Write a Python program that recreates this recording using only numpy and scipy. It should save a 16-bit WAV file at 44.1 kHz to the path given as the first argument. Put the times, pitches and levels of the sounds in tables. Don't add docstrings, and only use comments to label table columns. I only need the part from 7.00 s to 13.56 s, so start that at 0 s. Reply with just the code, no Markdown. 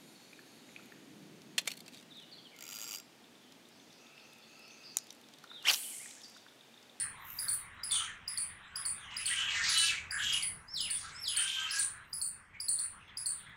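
import sys
import numpy as np
from scipy import signal
from scipy.fft import rfft, irfft
from scipy.io import wavfile
from scipy.ndimage import uniform_filter1d, minimum_filter1d

SR = 44100
rng = np.random.default_rng(int(sys.argv[2]) if len(sys.argv) > 2 else 0)


def unload_audio(sound):
    columns = np.transpose(np.atleast_2d(sound))
    steps = np.round(np.clip(columns, -1, 1) * 32767)
    wavfile.write(sys.argv[1], SR, steps.astype(np.int16))


def voltage_ratio(decibels):
    exponent = np.asarray(decibels, float) / 20
    return 10 ** exponent


N = 289296
LEAD = 8000


def evened(x):
    return x / np.sqrt(np.mean(x ** 2) + 1e-20)


def read(points, hz):
    f, value = np.transpose(points)
    return np.interp(np.log(hz + 1), np.log(f + 1), value)


def over_time(points):
    return np.interp(np.arange(N) / SR, *np.transpose(points))


def add(mix, s, sound):
    at = round(s * SR)
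    sound = sound[max(-at, 0):]
    part = mix[max(at, 0):][:len(sound)]
    part += sound[:len(part)]


def band(x, lo_hz, hi_hz):
    return signal.sosfilt(signal.butter(3, [lo_hz, hi_hz], "band", fs=SR, output="sos"), x)


def resonate(x, hz, width_hz):
    turn = np.exp(2j * np.pi * np.cumsum(hz) / SR)
    r = np.exp(-np.pi * width_hz / SR)
    return 2 * (turn * signal.lfilter([1 - r], [1, -r], x / turn)).real


def wash(spectrum, level_db, patchy_db):
    hz = np.fft.rfftfreq(1024, 1 / SR)
    a, b, patches = rng.standard_normal((N // 256 + 5, 513, 3)).T
    patches = uniform_filter1d(patches, size=14, axis=0)
    patches = evened(uniform_filter1d(patches, size=16, axis=1))
    z = (a + 1j * b) * voltage_ratio(read(spectrum, hz)[:, None] + patchy_db * patches)
    x = signal.istft(z, nperseg=1024, noverlap=768)[1][:N]
    return evened(x) * voltage_ratio(level_db)


# time in seconds, level in dB.
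TRAFFIC_LEVEL = [(0, -60), (1.7, -62), (2.1, -60), (3.05, -57.5), (4.05, -58), (4.4, -63.5), (6.56, -63.5)]
# frequency in Hz, level in dB per Hz.
HUM_COLOUR = [(12, -31), (22, -1.5), (138, 3.5), (277, -10), (607, -13.5), (976, -8.5), (2200, -10),
              (2700, -42)]
# frequency in Hz, level in dB per Hz.
AIR_COLOUR = [(1500, -40), (2600, -2), (5080, 4), (8650, 2), (10200, -33), (14700, -36), (16000, -37)]


def city():
    traffic_db = over_time(TRAFFIC_LEVEL)
    hum = wash(HUM_COLOUR, traffic_db, patchy_db=1.5)
    air = wash(AIR_COLOUR, traffic_db - 17.5, patchy_db=4.0)
    engine = resonate(rng.standard_normal(N), np.full(N, 83.8), width_hz=8.5)
    return hum + air + voltage_ratio(traffic_db - 10) * evened(band(engine, 50, 140))


# time in seconds, level in dB.
FLOCK_LEVEL = [(0, -54.5), (.45, -55.5), (1.09, -53.5), (1.41, -55.5), (1.99, -53), (2.45, -46.5),
               (2.9, -55.5), (3.1, -57.5), (3.4, -56.5), (3.7, -66), (4.0, -58.5), (4.2, -57), (4.45, -50),
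               (4.75, -51.5), (5.1, -61), (5.52, -64.5), (5.76, -59.5), (6.56, -57.5)]
# frequency in Hz, level in dB per Hz.
CHATTER_COLOUR = [(410, -21), (700, -16.5), (1100, -2), (1570, -1.5), (2000, -0.5), (2500, -5.5),
                  (3250, -19.5), (5500, -120)]
# frequency in Hz, level in dB per Hz.
TWITTER_COLOUR = [(1900, -44.5), (2500, 2.5), (3200, 0), (4000, -2), (4800, -39)]


def far_flock():
    flock_db = over_time(FLOCK_LEVEL)
    twitter_db = -62.5 + 1.68 * (flock_db + 55)
    chatter = wash(CHATTER_COLOUR, flock_db, patchy_db=4.0)
    return chatter + wash(TWITTER_COLOUR, twitter_db, patchy_db=5.0)


# start in seconds, level in dB, hold in seconds,
# duller part in dB.
RUSTLES = [
    (0.174, -49, 0.28, -15.5),
    (5.042, -60, 0.13, -27.5),
]
# time in seconds, level in dB.
TICKS = [(0.0992, -47), (0.6094, -50), (0.7472, -56), (3.685, -60), (5.9853, -76), (6.3695, -53.5),
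         (6.3997, -43), (6.4288, -51), (5.1, -50), (5.2584, -44), (5.2615, -46), (5.153, -47),
         (5.1572, -46), (5.165, -48), (5.184, -48), (5.197, -49), (5.236, -46), (5.278, -48), (6.3767, -54),
         (6.423, -56), (6.48, -66), (6.5159, -68), (.2558, -38), (.64, -56), (.658, -58), (.685, -62),
         (1.356, -50), (6.082, -57.5), (6.496, -56)]


def leaves():
    out = np.zeros(N)
    rise_s, fall_s, range_db = 0.11, 0.099, 30
    crackle_per_s, crackle_db = 350, 3.5
    for s, level_db, hold_s, body_db in RUSTLES:
        t = np.arange(0, rise_s + hold_s + fall_s, 1 / SR)
        opening = np.clip(np.minimum(t / rise_s, (t[-1] - t) / fall_s), 0, 1)
        db = level_db - range_db * (1 - opening)
        noise = rng.standard_normal(SR)[:len(t)]
        chance = rng.random(SR)[:len(t)]
        size = rng.exponential(1, SR)[:len(t)]
        snaps = (chance < crackle_per_s / SR) * voltage_ratio(crackle_db * size)
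        noise = noise * (1 + signal.lfilter([1], [1, -.97], snaps))
        thin = evened(band(band(noise, 11300, 16000), 11100, 15400))
        body = evened(band(noise, 5300, 8400))
        add(out, s, voltage_ratio(db) * (thin + voltage_ratio(body_db) * body))
    for s, db in TICKS:
        tick = rng.standard_normal(300) * np.exp(-np.arange(300) / 40)
        add(out, s, voltage_ratio(db) * band(tick, 12000, 17000))
    return out


# seconds after the turn, share of the top pitch.
SWOOP = [(0, 0.99), (.006, 0.97), (.016, .87), (.03, .735), (.045, .63), (.062, .565), (.1, .52), (.2, .47)]


def whistle(turn_s, lead_s, first_hz, hold_s, level_db):
    top_hz, droop_hz_per_s, droop_s = 5480, 20000, 0.056
    loud_at_s, loud_for_s = 0.037, 0.033
    t = np.arange(-lead_s, hold_s + droop_s, 1 / SR)
    before = np.maximum(-t, 0) / lead_s
    droop = np.maximum(t - hold_s, 0)
    hz = top_hz * np.interp(t, *np.transpose(SWOOP))
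    hz = hz - (top_hz - first_hz) * before ** 2.6 - droop_hz_per_s * droop
    soft_db = np.where(t < loud_at_s, -10, -9) * (1 - np.exp(-((t - loud_at_s) / loud_for_s) ** 4))
    accent_db = 5 * np.exp(-((t - .008) / 0.0057) ** 2)
    db = level_db + soft_db + accent_db - 9 * before ** 4 - 8 * droop / droop_s
    return turn_s - lead_s, hz, db


def squeak(s, length_s, first_hz, last_hz, level_db):
    u = np.arange(0, length_s, 1 / SR) / length_s
    return s, last_hz + (first_hz - last_hz) * (1 - u) ** 2.0, level_db - 6 * u ** 2


# turn at the top in seconds, lead-in in seconds, first pitch in Hz,
# seconds from the turn to the final droop, level in dB.
WHISTLES = [
    (3.738, 0.066, 4624, 0.115, -41.5),
    (4.23, 0.086, 4970, 0.105, -43),
]
# start in seconds,
# length in seconds, first and last pitch in Hz, level in dB.
SQUEAKS = [(3.39, .07, 2480, 2010, -52), (.895, 0.025, 5000, 3600, -53.5), (.952, 0.0403, 3280, 2860, -44),
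           (2.84, 0.043, 6600, 10000, -51), (.908, 0.047, 3560, 3470, -45), (4.695, .03, 3150, 2750, -59)]
# level in dB, lowest and highest frequency in Hz that sounds.
OVERTONES = [(2.5, 100, 7400), (-11, 100, 11300), (-25, 11800, 17300), (-24, 13400, 15600)]


def bird():
    out = np.zeros(N)
    calls = [whistle(*row) for row in WHISTLES] + [squeak(*row) for row in SQUEAKS]
    for s, hz, db in calls:
        turn = 2 * np.pi * np.cumsum(uniform_filter1d(hz, size=350)) / SR
        tone = 0
        for k, (overtone_db, low_hz, top_hz) in enumerate(OVERTONES, 1):
            sounds = np.clip(np.minimum(top_hz - k * hz, k * hz - low_hz) / 600, .03, 1)
            beak = 1 - 1.1 * np.exp(-((k * hz - 9400) / 1200) ** 4)
            effort = voltage_ratio((k > 1) * 1.8 * (db - db.max() + 2.0))
            tone = tone + voltage_ratio(overtone_db) * np.sin(k * turn) * sounds * beak * effort
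        uneven_db = 2.5 * evened(uniform_filter1d(rng.standard_normal(len(hz)), size=300))
        add(out, s, np.sqrt(2) * voltage_ratio(db + uneven_db) * tone * signal.windows.tukey(len(hz), .08))
    return out


def caw(row, manner):
    s, length_s, level_db, mid_hz, pitch_hz = row
    width_hz, rough, rasp_db, sag, fade_db = manner
    u = np.arange(0, length_s, 1 / SR) / length_s
    db = level_db + fade_db * u ** 2
    throat_hz = mid_hz * (1 + sag * (.5 - u))
    wobble, drift, noise, lump = rng.standard_normal((4, SR // 3))[:, :len(u)]

    unsteady = .03 * rough * evened(uniform_filter1d(wobble, size=300))
    unsteady = unsteady + .005 * evened(uniform_filter1d(drift, size=2500))
    turns = np.cumsum(pitch_hz * (1 + unsteady)) / SR
    harmonics = range(3, int(7000 / pitch_hz))
    folds = evened(sum(np.cos(2 * np.pi * k * turns + k * k) for k in harmonics))
    puffs = evened((.4 + np.exp(-(turns % 1) / .3)) * noise)
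    drive = (1 - np.clip(rough, 0, 1)) * folds + rough * puffs

    throat = resonate(resonate(drive, throat_hz, width_hz), throat_hz, 2.64 * width_hz)
    reach_hz = min(1.8 * mid_hz, 16000)
    throat = band(band(throat, 400, reach_hz), 400, reach_hz)

    rasp_hz = 6300 + 900 * evened(uniform_filter1d(drift[::-1], size=1800))
    rasp = resonate(puffs + 0.037 * folds, rasp_hz, 2800)
    rasp = evened(band(band(rasp, 3100, 8500), 2840, 10500))
    rasp += voltage_ratio(-29) * evened(band(band(puffs, 10600, 13500), 10600, 13500))

    lumps = voltage_ratio(2.5 * evened(uniform_filter1d(lump, size=700)))
    jolts = voltage_ratio(2.0 * wobble[np.floor(turns).astype(int)])
    rasp_level = voltage_ratio(rasp_db + 0.05 * (level_db + 38))
    voice = lumps * evened(throat)
    voice = voice + rasp_level * np.sin(np.pi * u) * lumps[::-1] ** 1.48 * jolts * rasp
    return s, voltage_ratio(db) * voice * signal.windows.tukey(len(db), .65)


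A_HZ, B_HZ, C_HZ, D_HZ = 331.5, 203.5, 522, 321
# start in seconds, length in seconds, level in dB, throat in Hz,
# pitch or pulse rate in Hz. First the calls with a high throat.
HIGH_CAWS = [(.905, 0.079, -40.5, 3440, 343), (.97, 0.11, -46.5, 3170, 351),
             (2.09, 0.096, -49.5, 2800, 320.4), (2.18, 0.088, -47.5, 2650, 337),
             (2.24, 0.17, -41, 3000, D_HZ), (2.33, 0.16, -41.5, 3100, D_HZ),
             (2.46, 0.12, -40.5, 2760, D_HZ), (2.87, 0.098, -45, 2460, 315),
             (3.165, 0.21, -39.5, 3040, 321.5), (3.3, 0.11, -37.5, 2930, 324.8),
             (4.34, 0.15, -40.5, 2970, C_HZ), (4.42, 0.18, -39, 3180, C_HZ),
             (4.52, 0.16, -40.5, 3080, C_HZ), (4.64, 0.09, -41, 2800, 525), (2.63, 0.14, -45.5, 4720, 330),
             (.905, 0.12, -51, 4250, 350), (3.335, 0.051, -45, 2790, 326)]
SHARP_CAWS = [(2.45, 0.32, -47, 3740, 324.6), (2.6, 0.19, -35, 4250, 334.6), (2.74, 0.22, -40, 3880, A_HZ),
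              (3.93, 0.15, -54, 4700, 331), (4.02, 0.12, -57.5, 3850, 326), (4.7, 0.13, -43, 4940, 346),
              (4.78, 0.067, -43.5, 4370, A_HZ)]
LOW_CAWS = [(2.59, .12, -40.5, 2010, B_HZ), (2.28, 0.1, -44, 2080, 325), (2.34, 0.27, -48.5, 1780, D_HZ),
            (2.65, 0.14, -43, 1730, 324.4), (2.9, 0.11, -45, 2010, 328.5), (3.25, 0.14, -56.5, 1610, 324.4),
            (4.02, 0.051, -52, 1320, D_HZ)]
FAR_CAWS = [(0, 0.12, -54, 1740, 311), (.9, 0.088, -51, 1150, 295), (.96, 0.12, -48.5, 1330, 293.4),
            (.95, 0.17, -56, 2300, 326), (1.05, 0.096, -50, 1720, 297), (3.085, 0.18, -42, 1640, 191.8),
            (4.02, 0.18, -55, 1440, 322), (4.84, 0.23, -57.5, 1550, 326.6), (5.53, 0.051, -54, 2190, 369),
            (5.99, 0.053, -60, 2640, 383), (6.07, 0.048, -59, 3300, 383), (.08, 0.21, -59, 1000, 323),
            (3.84, 0.19, -55, 3460, 327.5), (6.36, 0.2, -64, 3400, 360)]
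CLEAR_CAWS = [(2.535, 0.091, -35, 1810, B_HZ), (2.735, 0.089, -33, 3030, A_HZ),
              (2.81, 0.096, -32.5, 2810, A_HZ), (2.78, 0.088, -37, 4070, A_HZ),
              (2.78, 0.098, -43.5, 1670, A_HZ), (4.56, 0.16, -48.5, 1320, D_HZ)]
SEEPS = [(1.98, .13, -70, 6200, 423), (3.09, 0.2, -51.5, 7330, 710), (4.11, 0.075, -55.5, 8000, 464),
         (4.19, 0.09, -55.5, 10900, 415), (.93, 0.16, -53, 6400, 423), (1.616, .12, -77, 7700, 420)]
HISSES = [(2.33, .32, -66.5, 10600, 321), (2.66, .31, -57, 12700, 330), (3.15, .28, -59.5, 11800, 325),
          (4.42, .3, -61, 11500, 520), (4.27, .2, -63, 12000, 520), (4.69, .15, -64, 12100, 340),
          (2.24, .13, -66, 12000, 320)]
PURE_CAWS = [(2.35, .15, -39.5, 2950, 300), (2.37, 0.18, -43, 3270, 327.5), (2.47, 0.076, -39.5, 2500, 325),
             (2.54, 0.078, -43.5, 1880, B_HZ), (2.72, 0.12, -37, 3980, A_HZ),
             (2.87, 0.069, -37.5, 2540, 290), (2.735, 0.067, -48, 1280, A_HZ),
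             (2.3, 0.054, -41.5, 1950, 240), (4.39, 0.12, -49, 1480, C_HZ), (4.54, 0.12, -46.5, 1590, C_HZ),
             (4.69, 0.16, -42.5, 1610, A_HZ), (4.69, 0.099, -53.5, 2680, D_HZ),
             (4.44, 0.091, -48, 3000, C_HZ), (4.56, 0.061, -40, 3110, C_HZ), (4.68, 0.048, -45, 4300, D_HZ),
             (3.19, 0.21, -40.5, 3250, 324), (2.8, 0.13, -46.5, 3500, 400), (2.82, 0.055, -45, 4300, A_HZ),
             (2.72, 0.13, -53.5, 5400, A_HZ), (2.33, .15, -50.5, 1570, D_HZ)]
# frequency in Hz, level in dB.
CALL_COLOUR = [(7400, 0), (8700, -3.5), (9600, -24.5), (10300, -24.5), (11100, 2), (12400, -2.5),
               (13600, -3), (16000, -10)]


def crows():
    out = np.zeros(N)
    # throat width in Hz, roughness 0-1, rasp in dB, throat sag as a share, fade in dB
    for rows, manner in [(HIGH_CAWS, (465, 0.7, -9, 0.06, -4)),
                         (SHARP_CAWS, (1270, 0.62, -0.34, 0.21, -1)),
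                         (LOW_CAWS, (309, 0.7, -14, -0.64, 2.5)),
                         (FAR_CAWS, (317, 0.84, -27.5, 0, -0.5)),
                         (CLEAR_CAWS, (350, 0.3, -7.5, 0.018, -6)),
                         (SEEPS, (650, 1.0, -45, 0.06, -3)),
                         (HISSES, (1500, 1.0, -45, 0.08, -3)),
                         (PURE_CAWS, (178, 0.36, -37, 0.005, -3.5))]:
        for row in rows:
            add(out, *caw(row, manner))
    colour = voltage_ratio(read(CALL_COLOUR, np.fft.rfftfreq(N, 1 / SR)))
    return band(irfft(rfft(out) * colour, N), 850, 15500)


def chirp(row, shape, second_db, third_db, puff_db, lead_in, shut):
    s, chip_db, chip_hz, whistle_db, top_hz = row
    glide, delay_s, quick, quick_s, abrupt, slow, slow_s, rise_s, fade_s = shape
    t = np.arange(-.006, .07, 1 / SR)

    turn = 2 * np.pi * np.cumsum(chip_hz * (1 + glide * np.clip(t - .0015, -.0015, .005))) / SR
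    swell = np.exp(-.5 * ((t - .0015) / 0.0011) ** 2)
    swell += lead_in * np.exp(-.5 * ((t + 0.0008) / 0.0015) ** 2)
    swell += lead_in * np.exp(-.5 * ((t - .0042) / .001) ** 2)
    chip = np.sin(turn) + voltage_ratio(second_db) * np.sin(2 * turn) + voltage_ratio(third_db) * np.sin(3 * turn)
    air = band(rng.standard_normal(len(t)), 5100, 11200)
    chip += voltage_ratio(-20) * air
    chip += voltage_ratio(-12.5) * band(rng.standard_normal(len(t)), 13200, 17000)

    u = np.maximum(t - delay_s, 0)
    drop = np.clip((u - .024) / .007, 0, 1)
    climb = quick * np.exp(-(u / quick_s) ** abrupt) + slow * np.exp(-u / slow_s)
    hz = top_hz * (1 - climb - .4 * drop ** 2)
    turn = 2 * np.pi * np.cumsum(hz) / SR
    tone = np.sin(turn)
    tone += voltage_ratio(-5.0) * np.sin(2 * turn) * np.exp(-(u / 0.004) ** 2)
    tone += voltage_ratio(puff_db) * air * np.exp(-(u / 0.0058) ** 2)
    breath = (1 - np.exp(-u / rise_s)) ** 2 * np.exp(-u / fade_s) * (1 - drop) ** 2 * voltage_ratio(3.0)
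    breath *= 1 - shut * np.clip((9900 - hz) / 500, 0, 1)
    return s - .006 + LEAD / SR, voltage_ratio(chip_db - 1.0) * swell * chip + voltage_ratio(whistle_db) * breath * tone


# time in seconds, chip level in dB, chip pitch in Hz,
# whistle level in dB, whistle top in Hz. First the pair whose tail still rings at the start.
EARLIER = [
    (-.12, -15, 5160, -31, 10800),
    (-.03, -29.5, 4370, -21.5, 9870),
]
HIGH_CHIRPS = [(0.389, -28, 4870, -30.5, 10880), (0.835, -29, 4960, -32.5, 10860),
               (1.279, -27, 4960, -33.5, 10870), (1.758, -29, 4950, -33, 10880),
               (2.1677, -27.5, 4940, -34, 10630), (2.690, -25, 4840, -31, 10840),
               (3.1092, -29.5, 4870, -34, 10500), (3.325, -29.5, 4980, -31.5, 10930),
               (3.806, -25, 4990, -33, 10660), (4.280, -25, 4910, -31, 10850),
               (4.709, -27.5, 5060, -33.5, 10910), (5.1307, -29.5, 4930, -32, 10870),
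               (5.6025, -28.5, 4880, -34, 10900), (6.172, -29.5, 4920, -33, 10900)]
LOW_CHIRPS = [(0.4833, -28, 4490, -20.5, 10010), (0.9116, -29, 4560, -19.5, 9720),
              (1.3746, -28, 4600, -23.5, 10090), (1.853, -30, 4620, -23, 9870),
              (2.257, -27.5, 4510, -22, 9550), (2.775, -23, 4300, -20, 9790),
              (3.4257, -29.5, 4690, -24, 10430), (3.902, -32, 4540, -22.5, 9930),
              (4.364, -28.5, 4420, -19, 9700), (4.787, -33, 4420, -19, 9690),
              (5.215, -28.5, 4520, -23, 9650), (5.684, -26, 4426, -18.5, 9760),
              (5.7888, -31, 4410, -23.5, 9860), (6.259, -27.5, 4500, -22, 9630)]
# chip glide per second, delay in seconds, quick climb as a share, its seconds,
# its abruptness, slow climb as a share, its seconds, rise in seconds, fade in seconds.
HIGH_SHAPE = (23, .0019, .25, .0043, 2.5, .11, .014, .003, .013)
LOW_SHAPE = (36, .004, .19, .0016, 1, .17, .006, .0026, .0075)


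def squirrel():
    out = np.zeros(LEAD + N)
    for row in EARLIER[:1] + HIGH_CHIRPS:
        add(out, *chirp(row, HIGH_SHAPE, second_db=-43, third_db=-24, puff_db=-3, lead_in=0.24, shut=.42))
    for row in EARLIER[1:] + LOW_CHIRPS:
        add(out, *chirp(row, LOW_SHAPE, second_db=-5, third_db=-18.5, puff_db=-10.5, lead_in=.14, shut=0))
    return out


# frequency in Hz, time in seconds.
YARD_T60 = [(1000, 0.2), (3500, 0.32), (5000, 0.24), (7500, 0.26), (9600, 0.26), (15000, 0.31)]
# frequency in Hz, level in dB.
YARD_RETURN = [(2000, -1), (5000, -7.5), (7000, 1.5), (10900, 1.5), (11400, -21), (12400, -31.5),
               (13200, -11), (15500, -8)]
# delay in seconds, level in dB.
ECHOES = [(.0045, 0.5), (.0095, -4.5), (0.018, -8), (0.022, -10.5), (.031, -34), (0.051, -32)]


def yard(x, swell_s, linger, echo_db):
    taps = np.zeros((2, SR))
    at = np.arange(200, SR - 16, 16) + rng.integers(0, 16, (2, (SR - 201) // 16))
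    strength = rng.standard_normal(at.shape) * voltage_ratio(2.5 * rng.standard_normal(at.shape))
    np.put_along_axis(taps, at, strength, 1)
    hz, t, z = signal.stft(taps, SR, nperseg=128)
    decay_db = read(YARD_RETURN, hz) - 60 * t[:, None] / (linger * read(YARD_T60, hz))
    swell = (1 - np.exp(-t / swell_s)) * (1 + .6 * np.exp(-t / .05))
    tail = signal.istft(z * voltage_ratio(decay_db.T) * swell, SR, nperseg=128)[1]
    tail /= np.linalg.norm(tail[0])
    for s, db in ECHOES:
        tail[0, round(s * SR)] += voltage_ratio(db + echo_db)
    ears = tail[0] + voltage_ratio(-31) * np.outer([1, -1], band(tail[1], 3500, 16000))
    return signal.fftconvolve(x[None], ears, axes=1)[:, :len(x)]


def scene():
    near, far, whistler = squirrel(), crows(), bird()
    near_tail = voltage_ratio(-0.48) * yard(near, swell_s=0.14, linger=0.91, echo_db=-10.5)[:, LEAD:]
    far_tail = yard(voltage_ratio(-4.5) * far + voltage_ratio(1.5) * whistler, swell_s=0.038, linger=1.0, echo_db=-18)
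    floor = city() + far_flock()
    return near[LEAD:] + far + whistler + floor + leaves() + near_tail + far_tail


def masked(x):
    hz, _, z = signal.stft(x, SR, nperseg=1024)
    power = uniform_filter1d((abs(z) ** 2).mean(0), size=12, axis=0)
    power = uniform_filter1d(power, size=3, axis=1)
    loudest = -minimum_filter1d(-power, size=161, axis=0)
    treble = (hz > 8800) & (hz < 12700)
    faint = (power < loudest * voltage_ratio(2 * -35)) & treble[:, None]
    return signal.istft(z * np.where(faint, voltage_ratio(-30), 1), SR, nperseg=1024)[1][:, :N]


def low_pass(x):
    return signal.sosfilt(signal.butter(12, 16820, fs=SR, output="sos"), x)


def record(dry):
    haze_hz = 12500
    loudness = np.sqrt(abs(uniform_filter1d(band(dry[0], 8600, 11000) ** 2, size=60)))
    noise = rng.standard_normal((2, N))
    middle, side = evened(band(band(noise, haze_hz, 18000), haze_hz, 18000))
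    haze = voltage_ratio(-28.0) * loudness * (middle + voltage_ratio(-16.5) * np.outer([1, -1], side))
    edge = signal.firwin(255, 15830, window=("kaiser", 7), fs=SR)
    mix = signal.oaconvolve(masked(dry + haze), edge[None], "same", axes=1)
    return low_pass(mix)


dry = scene()
out = record(dry)
unload_audio(out)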